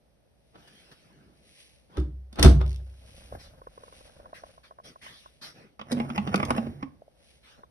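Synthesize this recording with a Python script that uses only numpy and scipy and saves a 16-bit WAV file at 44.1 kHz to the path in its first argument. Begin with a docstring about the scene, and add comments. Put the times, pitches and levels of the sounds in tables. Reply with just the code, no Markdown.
"""First a hand and sleeve brush about; then a washing machine door knocks its seal and is pressed home.
The latch snaps (short bursts of noise), the cabinet booms (ringing modes) and the handle creaks (a run of slips).
Next, fingers tap and rub a hand-held camera (damped notes, grainy noise) while the sleeve rustles (swelling noise).
Then the plastic detergent drawer is shaken to level the powder: it scrapes, knocks and flexes.
Last come a few more touches. A small tiled room answers door and drawer; two close microphone ports hear it all."""
import sys
import numpy as np
from scipy import signal
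from scipy.fft import rfft, irfft, next_fast_len
from scipy.io import wavfile
from scipy.ndimage import map_coordinates

SR = 44100
rng = np.random.default_rng(int(sys.argv[2]) if len(sys.argv) > 2 else 0)


def to_wav(s):
    """Save 16-bit WAV."""
    ch = np.atleast_2d(s).T  # columns
    pcm = np.round(np.clip(ch, -1, 1) * 32767)  # PCM
    wavfile.write(sys.argv[1], SR, pcm.astype(np.int16))


N = 339570
TIME = np.arange(N) / SR
SIZE = next_fast_len(N + SR)  # filter length, with room for the ringing to die away
HZ = np.fft.rfftfreq(SIZE, 1 / SR)

# All table levels are relative: each layer also has its own gain in the mix.
# hand, rim, hook and latch contacts: [t/s, knock level/dB, snap level/dB above the knock]
LATCH_CONTACTS = [(0.555, -39, -39.5), (1.97, -31.5, -13), (1.981, -35.5, -18.5), (1.999, -41.5, -9.5),
                  (2.328, -46.5, -4.5), (2.357, -43.5, -7), (2.387, -23.5, -20.5), (2.395, -19.5, -9),
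                  (2.427, -17.5, 6.5), (2.435, -14, -13.5), (2.446, -14.5, -11), (2.458, -11, -14),
                  (2.612, -26, -24)]
# broad colour of the door's knock: [f/Hz, level/dB]
DOOR_KNOCK_COLOUR = [(60, -8), (220, 6), (420, -1), (620, -2), (1200, -10.5), (1900, -15.5), (3500, -18.5),
                     (12000, -46)]
# resonances of the plastic rim: [f/Hz, width/Hz, level/dB]
RIM_MODES = [(806, 13, -5), (1291, 230, -1), (3565, 20, 3.5), (4135, 25, 0.5), (6050, 85, -5),
             (10900, 38, 5.5)]
# bright colour of hard contacts, for the door and the drawer: [f/Hz, level/dB]
SNAP_COLOUR = [(900, -16.5), (3000, 1.5), (5600, -0.5), (8300, -1.5), (12500, -15.5)]
# the handle creaks as the hand lets go, a short run of slips: [t/s]
CREAK_SLIPS = [2.6631, 2.679, 2.6945, 2.707, 2.716, 2.7297, 2.7445, 2.7606]
CREAK_DB = -40


def door():
    """The hook rides up its ramp, the plastic rim knocks, the latch snaps and chatters, and the handle creaks."""
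    knocks = [(s, db) for s, db, _ in LATCH_CONTACTS]
    snaps = [(s, db + above_db) for s, db, above_db in LATCH_CONTACTS]
    creaks = [(s, CREAK_DB) for s in CREAK_SLIPS]

    strength = blows(knocks, t60=0.042, attack=0.0015)
    ramp = amp(-14) * run_ups(knocks, seconds=0.011)
    knock = noise(0.23) * (strength + ramp)

    chatter = amp(-4.0) * noise(0.49) + amp(-2.5) * grains(rate=2500, spread_db=2.5)
    snap = chatter * blows(snaps, t60=0.021, attack=0.00039)
    handle = noise(0.87) * blows(creaks, t60=0.01, attack=0.0002)

    rim = panel(RIM_MODES, share_db=7.5)
    dull = amp(1.5) * filtered(knock, colour(DOOR_KNOCK_COLOUR, rim))
    bright = filtered(amp(8.0) * snap + handle, colour(SNAP_COLOUR, rim))
    return dull + bright


# the door pushes on the cabinet: [t/s, level/dB, contact time/s]
DOOR_PUSHES = [(1.9789, -23.5, 0.0048), (1.9928, -34, 0.0071), (2.3941, -20.5, 0.0058),
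               (2.4396, -8.5, 0.0051), (2.4477, 0, 0.0072)]
# ringing modes of the cabinet and drum: [f/Hz, level/dB, time to fall 60 dB/s]
CABINET_MODES = [(68.4, 1.5, 0.38), (64.3, 1, 0.77), (77, -2.5, 0.2), (93.7, -16, 0.75),
                 (141.3, -9.5, 0.55), (149.7, -8.5, 0.41), (192, -10.5, 0.34), (238.3, -16, 0.43),
                 (307.6, 4.5, 0.3), (377.5, -14, 0.6), (368.4, 8, 0.12), (460, -7, 0.28)]


def boom(cycles=0.81, rattle=0.7):
    """The cabinet swells over about a cycle after each push; a long contact spares its higher modes."""
    out = np.zeros((2, N))
    for hz, level, t60 in CABINET_MODES:
        mode = np.zeros(N)
        for s, db, contact in DOOR_PUSHES:
            softness = 1 + (hz * contact) ** 2
            add(mode, s, amp(level + db + 0.75) / softness * ring(hz, t60, cycles / hz))
        # the deepest modes are central and fairly steady;
        # the loose side panel, in the higher ones, rings unsteadily from the right
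        loose = along([(90, 0), (200, 1)], hz)
        waver = 1 + rattle * loose * wobble(55) + .1 * wobble(24)
        out += pan(-4 * loose) * mode * waver
    return out


# the shaken drawer hits the end of its play and the tray flexes:
# [t/s, knock level/dB, flex level/dB, starting flex pitch f/Hz]
SHAKE_HITS = [(5.794, -35, -52, 225), (5.813, -32.5, -45, 221), (5.921, -26, -21, 240.4),
              (5.97, -37, -25.5, 235.6), (6, -24, -25, 232), (6.101, -27.5, -29, 232),
              (6.178, -18.5, -21, 192.4), (6.274, -25.5, -29.5, 183), (6.343, -17.5, -23, 182),
              (6.4, -25, -39, 217), (6.429, -22, -27.5, 236), (6.505, -16.5, -26.5, 242),
              (6.549, -33.5, -35, 199), (6.58, -24, -20, 219), (6.668, -40, -33.5, 226),
              (6.827, -30, -31.5, 290.5)]
# strength of the shaking over time: [t/s, friction level/dB, cabinet level/dB]
SHAKING_COURSE = [(5.8, -70.5, -71), (5.95, -44, -36), (6.15, -51.5, -40.5), (6.45, -43, -32.5),
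                  (6.66, -57, -36.5), (6.74, -75, -42), (7.0, -94, -61.5)]
# the loose insert clicks in the tray: [t/s, level/dB]
INSERT_CLICKS = [(5.917, -36), (5.926, -35), (6.342, -35.5), (6.358, -31), (6.451, -39), (6.505, -32.5)]
# resonances of the plastic tray: [f/Hz, width/Hz, level/dB]
TRAY_MODES = [(552, 66, -10), (828, 46, -3), (1070, 44, -0.5), (1143, 71, -2.5), (1940, 69, -17),
              (5055, 75, -1), (5475, 320, -2)]
# broad colour of the tray's knock: [f/Hz, level/dB]
TRAY_KNOCK_COLOUR = [(60, -10), (240, 5.5), (400, -1.5), (1200, -3.5), (1600, -14), (2800, -10),
                     (3300, -18), (12000, -57.5)]
SLIDE_S, SLIDE_DB = 0.016, -12  # build-up time of the scrape before a knock, level relative to the knock
EDGE_DB = -28  # hard edge of a knock, relative to its body
ROVING_DB = 3.5  # change of colour as a contact wanders, for the drawer and the brushing hand


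def drawer():
    """The shaken tray slips in grains along its rails, scraping ever louder until it knocks at the end of its play."""
    hits = [(s, db) for s, db, _, _ in SHAKE_HITS]
    edges = [(s, db + EDGE_DB) for s, db in hits]

    scrape = grains(rate=450, spread_db=5)
    slips = amp(-4.5) * scrape + amp(-9.0) * noise(1.0)
    # the first two hits have no slide before them
    speed = gains(SHAKING_COURSE)[0] + amp(SLIDE_DB) * run_ups(hits[2:], SLIDE_S)
    friction = speed * unit(amp(3 * wobble(70))) * slips

    knock = noise(0.64) * blows(hits, t60=0.045, attack=0.00061)
    snap = noise(0.49) * blows(INSERT_CLICKS + edges, t60=0.025, attack=0.00027)

    plastic = panel(TRAY_MODES, share_db=6.0)
    dull = filtered(amp(3.5) * knock + amp(4.5) * friction, colour(TRAY_KNOCK_COLOUR, plastic))
    body = (dull + tray_ring(hits)) * pan(-2.5)
    bright = filtered(amp(8.5) * snap + amp(-11) * friction, colour(SNAP_COLOUR, plastic))
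    return roving(body + bright, ROVING_DB)


def tray_ring(hits, ring_db=1, scatter_db=3):
    """Each knock lands elsewhere on the tray and rings its modes in a new mix, the high ones more weakly."""
    out = np.zeros(N)
    mixes = rng.normal(0, 1, (len(hits), len(TRAY_MODES)))
    for (s, db), mix in zip(hits, mixes):
        for (hz, width, level), loud in zip(TRAY_MODES, mix):
            t60 = np.log(1000) / (np.pi * width)  # a narrow resonance rings longer
            gain = amp(ring_db + db + level + scatter_db * loud) / (1 + (hz / 1400) ** 2)
            add(out, s, gain * ring(hz, t60, attack=.5 / hz))
    return out


# the cabinet and tray under the shaking: [f/Hz, width/Hz, level/dB]
SHAKEN_MODES = [(87, 28, -5.5), (140.5, 4.6, 4.5), (237, 45, -8)]
FLEX_REST_HZ, FLEX_RELAX_S = 237.8, 0.06  # resting pitch of the bent tray, glide time constant
FLEX_ATTACK_S, FLEX_T60_S = 0.0065, 0.12


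def tray_flex():
    """The whole tray bends with a hollow note that glides to its resting pitch, and shakes the cabinet behind it."""
    out, t = np.zeros(N), TIME[:SR // 2]
    for s, _, db, hz in SHAKE_HITS:
        pitch = FLEX_REST_HZ + (hz - FLEX_REST_HZ) * np.exp(-t / FLEX_RELAX_S)
        note = np.sin(2 * np.pi * np.cumsum(pitch) / SR)
        envelope = amp(db + 8.5 - 60 * t / FLEX_T60_S) * (1 - np.exp(-t / FLEX_ATTACK_S))
        add(out, s, envelope * note)
    shudder = filtered(noise(1.0), unit(resonances(SHAKEN_MODES)))
    cabinet = amp(-2.0) * gains(SHAKING_COURSE)[1] * shudder
    # the hand grips and releases the tray, so its note wavers in level
    waver = amp(2.1 * wobble(45))
    return (out * waver + cabinet) * pan(-2.5)


# fingers tap the camera's case: [t/s, level/dB, hardness (level of the upper notes)/dB]
FINGER_TAPS = [(3.324, -25, -12), (3.35, -30.5, -20), (3.617, -38.5, -1), (3.67, -32.5, 0),
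               (3.777, -36.5, -2), (3.835, -38, 1), (3.88, -42.5, 3), (3.925, -42.5, 2), (4.008, -42, -5),
               (4.199, -37, -12), (4.257, -44, 8), (4.33, -30.5, -3), (4.436, -30.5, -3.5),
               (4.466, -46, -5), (4.578, -43.5, 0), (4.709, -39, 1), (4.72, -44, -2.5), (4.786, -40.5, 2),
               (4.799, -40, -1), (4.858, -50, -4), (4.958, -43.5, 4.5), (5.064, -42.5, 7.5),
               (5.259, -44.5, 8), (7.02, -35.5, -26.5), (7.08, -40.5, -24), (7.634, -46.5, 10.5)]
# the case's note shifts with the grip: [t/s, f/Hz]
CASE_NOTE = [(3.35, 580), (3.7, 495), (4.2, 556), (4.33, 650), (7.05, 614), (7.6, 462)]
# fingers slide over the case: [middle t/s, level/dB, half length/s]
FINGER_RUBS = [(3.352, -44, 0.027), (3.3, -52.5, 0.31), (4.05, -55, 0.43), (4.21, -48, 0.033),
               (4.44, -52.5, 0.088), (7.25, -64.5, 0.12), (7.6, -56.5, 0.05)]
# rumble relative to the rubbing; from GRIP_S on it fades for one second as the grip settles
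SWAY_DB, SWAY_FADE_DB_PER_S, GRIP_S = 2, -18.5, 3.57


def handling():
    """Taps and slipping fingers sound the small camera case, which is damped almost at once."""
    taps = np.zeros(N)
    chances = rng.normal(0, 1, (len(FINGER_TAPS), 2))  # each tap sounds the upper notes a little differently
    for (s, db, hard_db), (a, b) in zip(FINGER_TAPS, chances):
        hz = np.interp(s, *np.transpose(CASE_NOTE))
        lowest = ring(hz, t60=0.016, attack=0.0014)
        upper = amp(a) * ring(1074, t60=0.027, attack=0.0019)
        upper += amp(b - 12.0) * ring(1410, t60=0.012, attack=0.00059)
        add(taps, s, amp(db + 5.5) * (lowest + amp(hard_db) * upper))

    skin = swells(FINGER_RUBS)
    slips = grains(rate=160, spread_db=-1) + noise(0.09)
    grip = unit(amp(3.5 * wobble(70)))
    case = colour([(200, -3.0), (430, -12.5), (530, 2.0), (680, -4.5),
                   (900, -11.0), (1600, -13.5), (3000, -44.5)])
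    rub = skin * grip * filtered(slips, case)

    settled = amp(SWAY_DB + SWAY_FADE_DB_PER_S * np.clip(TIME - GRIP_S, 0, 1))
    rumble = filtered(noise(1.0), colour([(20, -11.0), (60, 0.5), (120, -9.5), (600, -41.5)]))
    return taps + amp(-5.5) * rub + skin * settled * rumble


# the sleeve rustles with each move of the arm: [middle t/s, level/dB, half length/s]
SLEEVE_MOVES = [(0.8, -66.5, 0.21), (1.6, -58.5, 0.13), (3.17, -60.5, 0.22), (3.98, -59.5, 0.19),
                (4.48, -64, 0.14), (5.17, -65.5, 0.2), (7.3, -64.5, 0.096)]
# colour of rustling cloth: [f/Hz, level/dB]
CLOTH_COLOUR = [(150, -4.5), (1400, -3.5), (2500, 9.5), (5500, 5), (11200, 2), (12000, -19.5)]
# strokes of hand and cloth on plastic:
# [t/s, level/dB, length/s, hollow body level/dB above the stroke, centre of the hiss f/Hz]
BRUSH_STROKES = [(0.568, -67.5, 0.059, 5, 1600), (0.59, -65.5, 0.48, -1, 3000),
                 (0.674, -61, 0.014, -12, 3000), (0.913, -59.5, 0.017, -7, 4430),
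                 (1.038, -82.5, 0.39, 16.5, 1500), (1.89, -69, 0.14, 15.5, 3000),
                 (3.385, -56, 0.093, -31, 5000), (4.339, -53, 0.054, -15, 2100),
                 (4.63, -62.5, 0.056, -15, 3700), (4.835, -54.5, 0.071, -1.5, 4300),
                 (5.012, -52, 0.071, -10.5, 2230), (5.053, -57.5, 0.18, -16, 3600),
                 (5.411, -47, 0.08, -6.5, 4900), (5.54, -63.5, 0.12, 6.5, 2200),
                 (7.425, -60.5, 0.14, -18, 3020)]
# broad colour of the strokes: [f/Hz, level/dB]
BRUSH_COLOUR = [(100, 1), (750, 1.5), (1200, 10.5), (5800, 4.5), (12000, -6)]
# hollow hum of the stroked panel: [f/Hz, level/dB]
PANEL_COLOUR = [(60, -13.5), (140, 2.5), (330, -4), (1500, -19), (5000, -78)]
STROKE_Q, STROKE_RING_DB = 2, 4.5  # sharpness of a stroke's resonance, level relative to the broad hiss


def sleeve():
    """Cloth rustles as the arm moves; each stroke over the plastic has its own pitch, and the panel hums under it."""
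    flutter = unit(amp(0.92 * wobble(29) + 1.9 * wobble(460)))
    rustle = swells(SLEEVE_MOVES) * flutter * filtered(noise(0.63), colour(CLOTH_COLOUR))

    hiss = filtered(noise(0.42), colour(BRUSH_COLOUR))
    scuff, pressure = np.zeros((2, N)), np.zeros(N)
    for s, db, length, body_db, hz in BRUSH_STROKES:
        u = np.maximum(TIME - s, 0) / length
        stroke = amp(db) * (1 - np.exp(-5 * u)) * np.exp(-u * u)
        pitched = filtered(hiss, panel([(hz, hz / STROKE_Q, 0)], share_db=STROKE_RING_DB))
        scuff += stroke * unit(pitched)
        pressure += amp(body_db) * stroke
    body = amp(7.0) * pressure * filtered(noise(0.8), colour(PANEL_COLOUR))
    return amp(4.0) * rustle + roving(amp(7.5) * scuff + body, ROVING_DB)


# how long the room rings: [f/Hz, time to fall 60 dB/s]
ROOM_DECAY = [(300, 0.4), (1500, 0.25), (11000, 0.23)]


def room(x):
    """Tiled walls answer a few milliseconds later; each frequency dies at its own speed."""
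    hz, t, z = signal.stft(rng.standard_normal((2, SR * 3 // 4)), SR, nperseg=256)
    decay = amp(-60 * t / along(ROOM_DECAY, hz)[:, None])
    tail = signal.istft(z * decay, SR, nperseg=256)[1]
    tail[:, :SR // 200] = 0  # silent for the first 5 ms
    return signal.fftconvolve(x, tail / np.linalg.norm(tail[0]), axes=1)[:, :N]


# colour of the quiet room: [f/Hz, level/dB]
AMBIENT_COLOUR = [(35, -14.5), (62, 5.5), (90, -7.5), (140, -4.5), (380, -15), (560, -8.5), (1100, -25),
                  (12000, -34.5)]


def quiet_room():
    """A faint, mostly low background noise drifts slightly in level."""
    return amp(-64.5 + 0.41 * wobble(3.8)) * filtered(noise(0.24), colour(AMBIENT_COLOUR))


def amp(db):
    """Decibels to gain."""
    return 10 ** (np.asarray(db) / 20)


def unit(x):
    """Scale to rms 1."""
    return x / np.sqrt(np.mean(np.abs(x) ** 2) + 1e-20)


def along(points, hz=HZ):
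    """Read (f/Hz, value) points on a log frequency axis."""
    f, v = np.transpose(points)
    return np.interp(np.log(hz + 1), np.log(f), v)


def gains(rows):
    """One gain per sample for each dB column, silent outside the table."""
    s, *columns = np.transpose(rows)
    return [amp(np.interp(TIME, s, c, left=-120, right=-120)) for c in columns]


def wobble(rate):
    """A smooth random curve with rate knots a second."""
    knots = rng.standard_normal(int(N * rate / SR) + 4)
    return map_coordinates(knots, [TIME * rate])


def filtered(x, response):
    """Pass x through a frequency response."""
    return irfft(rfft(x, SIZE) * response, SIZE)[..., :N]


def colour(points, extra=1):
    """Causal response of unit power with the given (f/Hz, level/dB) shape, times an extra gain."""
    # folding the cepstrum forward in time lets nothing sound before its cause
    cepstrum = irfft(np.log(amp(along(points)) * extra), SIZE)
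    cepstrum[1:SIZE // 2] *= 2
    cepstrum[SIZE // 2 + 1:] = 0
    return unit(np.exp(rfft(cepstrum)))


def resonances(modes):
    """Summed response of (f/Hz, width/Hz, level/dB) resonances with alternating signs."""
    total = 0
    for k, (f, width, db) in enumerate(modes):
        damping = 1j * HZ * width
        total = total + (-1) ** k * amp(db) * damping / (f * f - HZ ** 2 + damping)
    return total


def panel(modes, share_db):
    """Gain of a moulded part: broad radiation with its resonances standing out."""
    return np.sqrt(1 + np.abs(amp(share_db) * resonances(modes)) ** 2)


def noise(alike):
    """White noise at the two ports, partly shared."""
    share = np.clip(alike, 0, 1)
    common = np.sqrt(share) * rng.standard_normal(N)
    return common + np.sqrt(1 - share) * rng.standard_normal((2, N))


def grains(rate, spread_db):
    """Tiny slips at random moments (rate a second on average), of random sign and size; rms 1."""
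    happens = rng.random(N) < rate / SR
    sign = rng.choice([-1, 1], N)
    size = amp(spread_db * np.minimum(rng.exponential(size=N), 3))
    return unit(happens * sign * size)


def add(track, s, sound):
    """Mix a sound into a track at time s."""
    part = track[..., round(s * SR):][..., :sound.shape[-1]]
    part += sound[..., :part.shape[-1]]


def blows(rows, t60, attack):
    """Envelope of (t/s, level/dB) blows that rise fast and die away; overlapping powers add."""
    power, t = np.zeros(N), TIME[:SR // 2]
    for s, db in rows:
        add(power, s, (amp(db - 60 * t / t60) * (1 - np.exp(-t / attack))) ** 2)
    return np.sqrt(power)


def run_ups(rows, seconds):
    """Envelope of sliding that gathers speed up to each (t/s, level/dB) stop."""
    power = 0
    for s, db in rows:
        rise = np.exp(-np.abs(TIME - s) / seconds) * (TIME < s)
        power = power + (amp(db) * rise) ** 2
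    return np.sqrt(power)


SWELL_SHAPE = 1.1  # 1 = pointed, 2 = rounded


def swells(rows):
    """Envelope of (middle t/s, level/dB, half length/s) movements that gather speed and slow down again."""
    power = 0
    for s, db, half in rows:
        swell = np.exp(-np.abs((TIME - s) / half) ** SWELL_SHAPE)
        power = power + (amp(db) * swell) ** 2
    return np.sqrt(power)


def ring(hz, t60, attack):
    """One struck mode: a sine that rises fast and dies away."""
    t = TIME[:3 * SR // 2]
    return np.sin(2 * np.pi * hz * t) * amp(-60 * t / t60) * (1 - np.exp(-t / attack))


def pan(left_db):
    """Gains of the two ports, with the left louder than the right by left_db."""
    return amp(np.array([[left_db], [-left_db]]) / 2)


def roving(x, depth_db):
    """As the contact wanders over a part, patches of its spectrum come and go."""
    z = signal.stft(x, nperseg=512)[2]
    patch = np.outer(np.hanning(8), np.hanning(16))
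    field = signal.fftconvolve(rng.standard_normal(z.shape[1:]), patch, "same")
    return signal.istft(z * unit(amp(depth_db * unit(field))), nperseg=512)[1][:, :N]


def scene():
    """Door, drawer and handling over the quiet of the room."""
    shut, rattle, flex = door(), drawer(), tray_flex()
    walls = room(amp(-7.0) * shut + amp(-13.5) * rattle + amp(-13.5) * flex)
    return boom() + shut + rattle + flex + walls + handling() + sleeve() + quiet_room()


# phase between the microphone ports: [f/Hz, lead of the left port/rad]
PORT_LEAD = [(0, 0), (430, -.4), (800, -1.5), (1750, -6.3), (2700, -3.1), (4500, -3.5), (5500, -6.3),
             (6500, -3.2), (8300, -3), (9400, 0)]
LOW_CUT_HZ, TOP_HZ = 30, 12200  # partial bass cut, upper band limit
NOTCH_HZ, NOTCH_WIDTH_HZ = 7200, 1200  # dip of the microphone ports


def record(dry):
    """The ports differ in phase, weaken the deepest bass, notch the treble, round loud peaks and limit the band."""
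    turn = np.exp(.5j * np.interp(HZ, *np.transpose(PORT_LEAD)))
    notch = 1 - resonances([(NOTCH_HZ, NOTCH_WIDTH_HZ, -1)])
    bass = 1 - 0.4 / (1 + (HZ / LOW_CUT_HZ) ** 8)
    ports = filtered(dry, np.array([turn, turn.conj()]) * notch ** 2 * bass)
    rounded = ports / (1 + np.abs(ports / .97) ** 8) ** (1 / 8)
    return filtered(rounded, 1 / np.sqrt(1 + (HZ / TOP_HZ) ** 160))


dry = scene()
out = record(dry)
to_wav(out)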